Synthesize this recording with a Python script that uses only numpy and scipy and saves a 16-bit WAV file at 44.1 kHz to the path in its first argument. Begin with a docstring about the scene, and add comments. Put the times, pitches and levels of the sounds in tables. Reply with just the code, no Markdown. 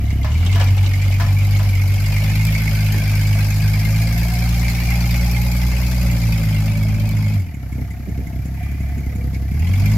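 """A snowcat's six-cylinder engine runs as it backs off a steel ramp, turns on snow, idles and revs again.
The exhaust drones and chugs under block knock, valve clatter, pulsing hiss and a loose tappet,
all locked to the crankshaft. Track cleats scrape and clank on the ramp, metal ticks and clicks,
rough whines glide while driving and the hull bumps a few times.
A rasping whirr and a faint falling engine tone near 500 Hz pass during the idle."""
import sys
import numpy as np
from scipy import signal
from scipy.fft import rfft, irfft, next_fast_len
from scipy.io import wavfile
from scipy.ndimage import uniform_filter1d

SR = 44100
rng = np.random.default_rng(int(sys.argv[2]) if len(sys.argv) > 2 else 0)


def unload_audio(sound):
    """Save the sound as a 16-bit wav file, at the path given as the first command line argument."""
    columns = np.transpose(np.atleast_2d(sound))
    # keep every value between -1 and 1, then stretch to whole-number steps
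    steps = np.round(np.clip(columns, -1, 1) * 32767)
    wavfile.write(sys.argv[1], SR, steps.astype(np.int16))


N = 439677
TIME = np.arange(N) / SR


def amp(db):
    """Decibels to gain."""
    return 10 ** (np.asarray(db) / 20)


def unit_rms(x):
    """Scales to an rms of one."""
    return x / np.sqrt(np.mean(x ** 2) + 1e-20)


def curve(table, column=1):
    """One table column, linear in time."""
    rows = np.asarray(table)
    return np.interp(TIME, rows[:, 0], rows[:, column])


def at_hz(spectrum, hz):
    """Spectrum value, linear in log frequency."""
    freq_hz, value = np.transpose(spectrum)
    return np.interp(np.log(hz + 1), np.log(freq_hz + 1), value)


def add(mix, start_s, sound):
    """Mixes in a stereo sound."""
    part = mix[:, max(round(start_s * SR), 0):][:, :sound.shape[1]]
    part += sound[:, :part.shape[1]]


def wander(rate_hz, size=4096):
    """Random drift below rate_hz, unit rms."""
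    hz = np.fft.rfftfreq(size, TIME[-1] / size)
    slow = unit_rms(irfft(rfft(rng.standard_normal(size)) / (1 + (hz / rate_hz) ** 4)))
    return np.interp(TIME, np.linspace(0, TIME[-1], size), slow)


def colour(x, spectrum, size=4096):
    """Minimum-phase filter: blows ring on, never ahead."""
    gain_db = at_hz(spectrum, abs(np.fft.fftfreq(size, 1 / SR)))
    log_gain = np.log(amp(np.maximum(gain_db, -100)))
    impulse = np.fft.ifft(np.exp(signal.hilbert(log_gain).conj())).real
    return signal.oaconvolve(x, impulse[None, :size // 2], axes=1)[:, :x.shape[1]]


def unit_band(pair, band_hz):
    """Scales a pair so its mid has unit rms within a band."""
    bandpass = signal.butter(4, band_hz, "bandpass", fs=SR, output="sos")
    return pair / signal.sosfilt(bandpass, pair.mean(0)).std()


def by_load(drive, load, loaded, idle, band_hz):
    """Crossfades from the idle spectrum to the loaded one."""
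    loaded_sound = unit_band(colour(drive, loaded), band_hz)
    idle_sound = unit_band(colour(drive, idle), band_hz)
    return load * loaded_sound + (1 - load) * idle_sound


# left-right likeness: freq_hz, correlation
COHERENCE = [(200, 0.84), (400, .9), (750, 0.83), (1300, 0.37), (2400, 0.46), (4400, -0.13), (15000, 0.13)]
# stereo balance: freq_hz, left_minus_right_db
BALANCE = [(160, -5.5), (450, 4), (740, -0.5), (1220, 6.5), (2100, -3.5), (3300, 0.5), (5500, 3),
           (15000, 6.5)]

def stereo(pair):
    """Two independent signals to stereo: alike in the bass, apart in the treble."""
    size = next_fast_len(pair.shape[1], True)
    hz = np.fft.rfftfreq(size, 1 / SR)
    same = np.clip(at_hz(COHERENCE, hz), 0, 1)
    lean = amp(at_hz(BALANCE, hz) / 2)
    mid, side = rfft(pair, size) * np.sqrt([(1 + same) / 2, (1 - same) / 2])
    return irfft(np.array([(mid + side) * lean, (mid - side) / lean]), size)[:, :pair.shape[1]]


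def taps(events, spectrum, t60_s, gain_db=0):
    """Short blows on a damped part; each peaks at its level plus gain_db."""
    t, out = np.arange(SR // 4) / SR, np.zeros((2, N))
    decay = amp(-60 * t / t60_s)
    for start_s, level_db in events:
        blow = colour(stereo(rng.standard_normal((2, len(t))) * decay), spectrum)
        add(out, start_s, amp(level_db + gain_db) * blow / abs(blow).max())
    return out


# engine speed: time_s, firing_hz
SPEED = [(0.0, 33.6), (0.25, 34.0), (0.52, 47.7), (1.1, 48.2), (1.62, 49.9), (1.8, 47.5), (2.48, 53.6),
         (3.2, 51.1), (3.8, 52.3), (4.25, 57.6), (5.3, 58.9), (5.95, 61.0), (6.55, 52.5), (7.0, 53.4),
         (7.35, 52.3), (7.59, 32.1), (8.15, 33.5), (8.4, 32.1), (8.68, 35.1), (9.5, 32.8), (9.72, 46.6),
         (9.97, 54.5)]

def crankshaft(idle_hz=32.8, loaded_hz=50.45, lead_s=0.05):
    """Running count of firings, slightly uneven, and the load (0-1), which leads the flywheel's speed."""
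    firing_hz = curve(SPEED)
    firings = np.cumsum(firing_hz) / SR + 0.008 * wander(12)
    coming_hz = np.interp(TIME + lead_s, TIME, firing_hz)
    load = np.clip((coming_hz - idle_hz) / (loaded_hz - idle_hz), 0, 1)
    return firings, load


# cylinders in firing order: puff_db, knock_db, valve_db, hiss_db
CYLINDERS = [(3.5, 5.5, 2, 13.5), (1, 4, 1, 9), (-3.5, 6, 0, 9.5), (2.5, 2.5, 2.5, 12),
             (2.5, 5.5, -2.5, 10.5), (1, 4, 0.5, 7.5)]
PUFF_COLUMN, KNOCK_COLUMN, VALVE_COLUMN, HISS_COLUMN = range(4)

def strokes(firings, column, lag_firings, uneven_db):
    """One blow per firing: sample, cylinder, force."""
    count = np.floor(firings - lag_firings).astype(int)
    at = np.flatnonzero(np.diff(count) > 0)
    cylinder = count[at] % len(CYLINDERS)
    scatter_db = uneven_db * rng.uniform(-1, 1, size=1024)[:len(at)]
    return at, cylinder, amp(np.asarray(CYLINDERS)[cylinder, column] + scatter_db)


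def rattle(blows, rise_s, t60_s, fresh_share, ringing_db, rush_db, size=3072):
    """Each cylinder rings its own dense modes, partly renewed per blow, over a steady rush."""
    t, out = np.arange(size) / SR, np.zeros((2, N))
    own = rng.standard_normal((len(CYLINDERS), 2, size))
    rush = rng.standard_normal((2, N))
    envelope = (1 - np.exp(-t / rise_s)) * amp(-60 * t / t60_s)
    for at, cylinder, force in zip(*blows):
        fresh = rng.standard_normal((2, size))
        ring = np.sqrt(1 - fresh_share) * own[cylinder] + np.sqrt(fresh_share) * fresh
        # each blow favours a few modes, so it clinks with a pitch
        favour = unit_rms(uniform_filter1d(rng.standard_normal(size // 2 + 1), size=5))
        ring = unit_rms(irfft(rfft(ring) * amp(ringing_db * np.minimum(favour, 2))))
        add(out, at / SR, force * envelope * ring)
    return stereo(unit_rms(out) + amp(rush_db) * rush)


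# exhaust pulse force with throttle: time_s, gain_db
THROTTLE = [(0, 5), (.25, 1.5), (.5, 5.5), (1.4, 3.5), (3.8, 3), (4.7, 2.5), (6.3, 4.5), (7.37, 1.5),
            (7.45, -7), (7.55, -10.5), (7.78, -2), (7.97, -7), (8.12, -4), (9.48, -1.5), (9.62, 2),
            (9.97, 7)]
# vehicle half hidden, then side on, then facing the listener: time_s, aside_share, head_on_share
ASPECT = [(0, 0.9, 0), (1.2, 0.54, 0.04), (2.3, 0.07, 0.15), (5.1, 0.01, 0), (6.55, 0.3, 0.43),
          (6.9, 0.48, 0.81), (7.6, 0.47, 0.7)]

def strength(load, idle_db, loaded_db, throttle_share, aside_db, head_on_db):
    """Gain of an engine noise from load, throttle and the side heard."""
    load_db = idle_db + (loaded_db - idle_db) * load
    aspect_db = aside_db * curve(ASPECT, 1) + head_on_db * curve(ASPECT, 2)
    return amp(load_db + throttle_share * curve(THROTTLE) + aspect_db)


# exhaust pipe resonances: freq_hz, gain_db
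PIPE = [(33, -20), (48, -26), (58, -19), (70, -11), (96, -4), (106, -6), (118, -10.5), (135, -23.5),
        (158, -15.5), (178, -18.5), (194, -28.5), (210, -20.5), (240, -24.5), (300, -32)]
# harmonics from the firing rate up: relative_db, idle_change_db, head_on_change_db
HARMONICS = [(1, -15.5, -5.5), (-11, 3.5, 0.14), (-7.5, -12, -1.7), (-14.5, -7.3, 7.5), (-19.5, 0.6, 8)]

def exhaust_drone(firings, load, gain_db=0.04, sway_db=0.92, lag_firings=0.1, dispersion_rad=1.713):
    """Low harmonics swell as they cross the pipe's resonances; they flutter most at idle."""
    out = np.zeros((2, N))
    stereo_rad = np.array([[0.027], [-0.027]])
    firing_hz, throttle_db, head_on = curve(SPEED), curve(THROTTLE), curve(ASPECT, 2)
    flutter_depth = 0.085 + 0.2 * (1 - load)
    for k, (db, idle_db, head_on_db) in enumerate(HARMONICS, 1):
        own_db = db + idle_db * (1 - load) + head_on_db * head_on + sway_db * wander(3.9)
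        level = amp(gain_db + own_db + throttle_db + at_hz(PIPE, k * firing_hz))
        flutter = 1 + flutter_depth * wander(28)
        phase = 2 * np.pi * k * (firings - lag_firings) + dispersion_rad * k * (k - 2)
        out += level * flutter * np.cos(phase + stereo_rad)
    return out


# muffler response: freq_hz, gain_db
MUFFLER = [(25, -72), (50, -5.5), (85, 3), (130, 3), (200, -6.5), (280, -8.5), (400, -24), (600, -41),
           (1200, -83.5)]

def exhaust_puffs(firings, load):
    """Uneven pulses chug through the muffler at idle; under load turbulent gas takes over."""
    blows = at, _, force = strokes(firings, PUFF_COLUMN, lag_firings=0.3, uneven_db=2)
    pulses = np.zeros(N)
    pulses[at] = force - 0.5 * force.mean()  # the drone carries some of the even part
    gas = rattle(blows, rise_s=0.003, t60_s=0.05, fresh_share=0.2, ringing_db=-1, rush_db=-2)
    gas_gain = amp(-5 + 9 * load)
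    drive = (unit_rms(pulses) + gas_gain * unit_rms(gas)) / np.sqrt(1 + gas_gain ** 2)
    level = strength(load, idle_db=-43, loaded_db=-48, throttle_share=0.72, aside_db=0, head_on_db=4.5)
    return level * unit_band(colour(drive, MUFFLER), band_hz=(270, 450))


# block response: freq_hz, gain_db
BLOCK_LOADED = [(250, -7), (420, -10.5), (492, -8), (555, 0), (598, -3.5), (795, -1.5), (879, -5.5),
                (1120, -10), (1410, -10.5), (1550, -8.5), (1900, -15), (2470, -29), (4180, -120)]
BLOCK_IDLE = [(250, -41), (420, -14.5), (569, -14.5), (714, -1), (820, -21.5), (863, -11), (961, -21),
              (1330, -18), (1730, -14.5), (1900, -14), (2470, -34), (4180, -120)]

def block_knock(firings, load):
    """Combustion knocks in the block and engine cover."""
    blows = strokes(firings, KNOCK_COLUMN, lag_firings=0.35, uneven_db=2)
    drive = rattle(blows, rise_s=0.0022, t60_s=0.067, fresh_share=0.53, ringing_db=6, rush_db=-2)
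    level = strength(load, idle_db=-42, loaded_db=-42, throttle_share=0.5, aside_db=-4, head_on_db=-1.5)
    return level * by_load(drive, load, BLOCK_LOADED, BLOCK_IDLE, band_hz=(500, 1600))


# valve gear response: freq_hz, gain_db
VALVES_LOADED = [(1060, -30.5), (1800, -2), (1890, -2.5), (2090, 0.5), (2240, 7), (2400, 8), (2800, 0),
                 (3500, -7), (4550, -48), (7700, -120)]
VALVES_IDLE = [(1060, -23.5), (1800, -34.5), (2000, -1), (2310, -2), (2560, -12), (2920, -13), (3500, -44),
               (4550, -23), (7700, -120)]
# loose steel modes: freq_hz, width_hz, gain_db
STEEL_MODES = [(2092, 49, 6.5), (2180, 12, 6), (2247, 19, 4), (2424, 31, 4)]
# harder clatter as the tracks shake the hull: start_s, end_s, boost_db
SHAKES = [(1.57, 3.598, 4), (4.474, 5.28, 2.5), (6.218, 6.802, 2.5), (9.418, 9.968, 3.5)]

def valve_clatter(firings, load, jingle_db=-4, band_hz=(1900, 2900)):
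    """Valve gear rings just above 2 kHz, loudest once a revolution; loose steel jingles under load."""
    blows = strokes(firings, VALVE_COLUMN, lag_firings=0.15, uneven_db=2)
    drive = rattle(blows, rise_s=0.003, t60_s=0.09, fresh_share=0.25, ringing_db=8, rush_db=-11)
    clatter = by_load(drive, load, VALVES_LOADED, VALVES_IDLE, band_hz)
    jingle = sum(amp(db) * signal.lfilter(*signal.iirpeak(hz, hz / width_hz, fs=SR), drive)
                 for hz, width_hz, db in STEEL_MODES)
    share = amp(jingle_db) * load
    shake_db = sum(db * np.sin(np.pi * np.clip((TIME - start_s) / (end_s - start_s), 0, 1))
                   for start_s, end_s, db in SHAKES)
    level = strength(load, idle_db=-46, loaded_db=-35.5, throttle_share=0.1,
                     aside_db=-0.5, head_on_db=-4.5)
    return level * amp(shake_db) * (clatter + share * unit_band(jingle, band_hz)) / (1 + share / 2)


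# gas and fan spectrum: freq_hz, gain_db
HISS_LOADED = [(1940, -12), (3300, -16), (3910, -2.5), (4250, -0.5), (4940, 2.5), (6050, -4.5), (6930, -4),
               (8770, -12.5), (9990, -7), (11600, -7.5), (13000, -1), (15600, -17)]
HISS_IDLE = [(1940, -10.5), (3300, -4), (4280, -4), (4660, -2), (6620, -4.5), (7600, -7), (7900, -9),
             (8650, -17.5), (9860, -8), (10700, -7), (12400, 1.5), (13500, -7), (15600, -14)]

def gas_hiss(firings, load, idle_fan_db=-1):
    """Gas spurts and fine clinks at each firing; at idle the fan's even rush covers much of them."""
    blows = strokes(firings, HISS_COLUMN, lag_firings=0.15, uneven_db=1.5)
    spurts = rattle(blows, rise_s=0.002, t60_s=0.085, fresh_share=0.35, ringing_db=8.5, rush_db=-3)
    fan = unit_rms(stereo(rng.standard_normal((2, N))))
    fan_gain = amp(idle_fan_db) * (1 - load)
    drive = (unit_rms(spurts) + fan_gain * fan) / np.sqrt(1 + fan_gain ** 2)
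    level = strength(load, idle_db=-43, loaded_db=-38.5, throttle_share=0.61,
                     aside_db=-11, head_on_db=-2.5)
    return level * by_load(drive, load, HISS_LOADED, HISS_IDLE, band_hz=(3500, 15000))


# cleats sliding on the ramp: time_s, level_db
SCRAPE_LEVEL = [(.25, -44.5), (.42, -32.5), (.7, -38), (1, -39.5), (1.4, -42.5), (1.8, -40)]
# scrape spectrum: freq_hz, gain_db
SCRAPE_SPECTRUM = [(900, -1.5), (2400, -10.5), (2900, 8), (3300, -2), (3800, -1), (4500, -5), (8000, -11),
                   (15000, -56)]

def track_scrape(firings):
    """The shaking tracks grate on the ramp in short slips."""
    blows = strokes(firings, KNOCK_COLUMN, lag_firings=0.74, uneven_db=23)
    slips = rattle(blows, rise_s=0.003, t60_s=0.06, fresh_share=0.9, ringing_db=6, rush_db=-3)
    on_ramp = TIME < SCRAPE_LEVEL[-1][0]
    return amp(curve(SCRAPE_LEVEL)) * on_ramp * unit_rms(colour(slips, SCRAPE_SPECTRUM))


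# metal ticks: start_s, relative_db
TICKS = [(0.1042, -33), (0.6838, -32), (0.9353, -27), (1.0226, -29), (1.1238, -29), (2.164, -25),
         (2.5491, -21.5), (2.6773, -23.5), (4.6813, -24), (5.1412, -28), (7.2649, -47), (9.3445, -37.5)]
# tick spectrum: freq_hz, gain_db
TICK_SPECTRUM = [(900, -47), (1800, -3), (2200, 15), (2550, -2), (3200, -11), (5000, -3.5), (9000, -17),
                 (15000, -22)]

def metal_ticks():
    """Single hard ticks ring near 2.2 kHz."""
    return taps(TICKS, TICK_SPECTRUM, t60_s=0.089, gain_db=9)


# tappet response: freq_hz, gain_db
TAPPET_SPECTRUM = [(900, -17), (1800, 2), (2200, 27), (2700, -31), (5000, -25), (6500, 9.5), (7600, 9),
                   (8400, -10), (10500, 5), (15000, -10)]

def tappet(firings, load, idle_db=-36.5, loaded_db=-31.5, uneven_db=2, lag_firings=4.4):
    """One loose tappet ticks once per engine cycle, harder under load."""
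    cycle = np.floor((firings - lag_firings) / len(CYLINDERS))
    at = np.flatnonzero(np.diff(cycle) > 0)
    scatter_db = uneven_db * rng.standard_normal(size=256)[:len(at)]
    peak_db = idle_db + (loaded_db - idle_db) * load[at] + scatter_db
    return taps(zip(at / SR, peak_db), TAPPET_SPECTRUM, t60_s=0.1)


# cleat strikes: start_s, relative_db
CLANKS = [(0.245, -17.5), (0.557, -18), (0.598, -16), (1.199, -15), (1.593, -22)]
# ramp modes: freq_hz, spread_hz, gain_db
RAMP_MODES = [(680, 127, 10), (984, 75, 9.5), (1550, 45, -2), (1713, 36, 9)]
# loose grating response: freq_hz, gain_db
GRATING = [(250, -37), (600, -1), (1200, -1.5), (1800, -4), (3000, -11), (5500, -12), (9000, -34),
           (15000, -27)]

def cleat_clanks(gain_db=1, ring_t60_s=0.3, grating_db=3, grating_t60_s=0.33,
                 rise_s=0.0006, crack_db=10, crack_s=0.0065):
    """Each cleat cracks steel on steel, rings the ramp's modes and shakes its loose grating."""
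    t, out = np.arange(SR // 2) / SR, np.zeros((2, N))
    hz, spread_hz, db = np.transpose(RAMP_MODES)[:, :, None]
    mode_decay, grating_decay = amp(db - 60 * t / ring_t60_s), amp(-60 * t / grating_t60_s)
    attack = 1 - np.exp(-t / rise_s)
    for start_s, relative_db in CLANKS:
        detune, phase = rng.random((2, 2, len(RAMP_MODES), 1))
        mode_hz = hz + spread_hz * (detune - 0.5)
        ring = (mode_decay * np.sin(2 * np.pi * (mode_hz * t + phase))).sum(1)
        grating = colour(rng.standard_normal((2, len(t))) * grating_decay, GRATING)
        crack = rng.standard_normal((2, len(t))) * np.exp(-t / crack_s)
        body = unit_rms(ring) + amp(grating_db) * unit_rms(grating)
        blow = stereo(body * attack + amp(crack_db) * crack)
        add(out, start_s, amp(relative_db + gain_db) * blow / abs(blow).max())
    return out


# gliding tones while driving, then a faint falling engine tone near 500 Hz at idle:
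# start_s, end_s, from_hz, to_hz, level_db, waver_share
WHINES = [(2.299, 4.705, 1482, 1645, -41.5, 0.049), (3.55, 6, 618, 849, -40.5, .022),
          (3.798, 6.394, 340, 427, -52, 0.027), (5.705, 7.548, 541, 581, -44.5, 0.019),
          (8.848, 9.558, 530, 477, -43.5, 0.023)]

def rough_whine(start_s, end_s, from_hz, to_hz, level_db, waver_share, flutter_db=5, fade_s=0.49):
    """A rough tone glides to a new pitch and levels off; its level flutters."""
    glide = np.sin(np.pi / 2 * np.clip((TIME - start_s) / (end_s - start_s), 0, 1))
    pitch_hz = (from_hz + (to_hz - from_hz) * glide) * (1 + waver_share * wander(57.4))
    fade = np.clip(np.minimum(TIME - start_s, end_s - TIME) / fade_s, 0, 1)
    flutter = unit_rms(amp(flutter_db * np.clip(wander(25), -2, 1.5)))
    return amp(level_db) * fade * flutter * np.sin(2 * np.pi * np.cumsum(pitch_hz) / SR)


# clicks: start_s, relative_db
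CLICKS = [(2.4516, -13), (7.091, -19.5)]
# click spectrum: freq_hz, gain_db
CLICK_SPECTRUM = [(1500, -25), (4000, -3), (10000, 0), (15000, -1)]

def bright_clicks():
    """Tiny treble clicks that die at once."""
    return taps(CLICKS, CLICK_SPECTRUM, t60_s=0.012, gain_db=4)


# blows on the hull: start_s, relative_db
BUMPS = [(2.94, -13), (7.78, -18), (8.073, -16.5), (8.19, -20), (8.97, -17)]
# hull response: freq_hz, gain_db
HULL_SPECTRUM = [(35, -26), (90, 17), (200, 16), (340, 7.5), (500, -2), (800, -15), (1600, -42),
                 (4000, -38), (9000, -70)]

def hull_bumps():
    """Dull blows thud in the hull."""
    return taps(BUMPS, HULL_SPECTRUM, t60_s=0.2, gain_db=-1)


# whirr during the idle: time_s, rasp_rate_hz, level_db
WHIRR = [(8.5, 69, -58), (8.63, 48, -39.5), (8.78, 92, -48), (8.95, 97, -46), (9.1, 87, -61)]
# rasp spectrum: freq_hz, gain_db
RASP_SPECTRUM = [(1200, -46), (1700, -2), (1950, -3), (2350, -1), (2700, -10), (4000, -27)]

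def whirr():
    """One short rasp repeats fast: a comb of lines that glides with its rate."""
    start_s, end_s = WHIRR[0][0], WHIRR[-1][0]
    count = np.floor(np.cumsum(curve(WHIRR, 1)) / SR)
    pulses = np.diff(count, prepend=0) * (TIME > start_s) * (TIME < end_s)
    rasp = stereo(rng.standard_normal((2, 1024)))
    comb = colour(signal.oaconvolve(pulses[None], rasp, axes=1)[:, :N], RASP_SPECTRUM)
    sounding = comb[:, round(start_s * SR):round(end_s * SR)]
    return amp(curve(WHIRR, 2)) * comb / sounding.std()


def scene():
    """The crankshaft times the engine and the track scrape; impacts, whines and whirr join them."""
    firings, load = crankshaft()
    engine_parts = (exhaust_drone, exhaust_puffs, block_knock, valve_clatter, gas_hiss, tappet)
    engine = sum(part(firings, load) for part in engine_parts)
    impacts = metal_ticks() + bright_clicks() + hull_bumps()
    whines = sum(rough_whine(*row) for row in WHINES)
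    return engine + impacts + whines + whirr() + track_scrape(firings) + cleat_clanks()


def record(dry):
    """Steep treble cutoff."""
    cutoff_hz = 15850
    lowpass = signal.firwin(511, cutoff_hz, window=("kaiser", 9), fs=SR)
    return signal.oaconvolve(dry, lowpass[None], "same")


dry = scene()
out = record(dry)
unload_audio(out)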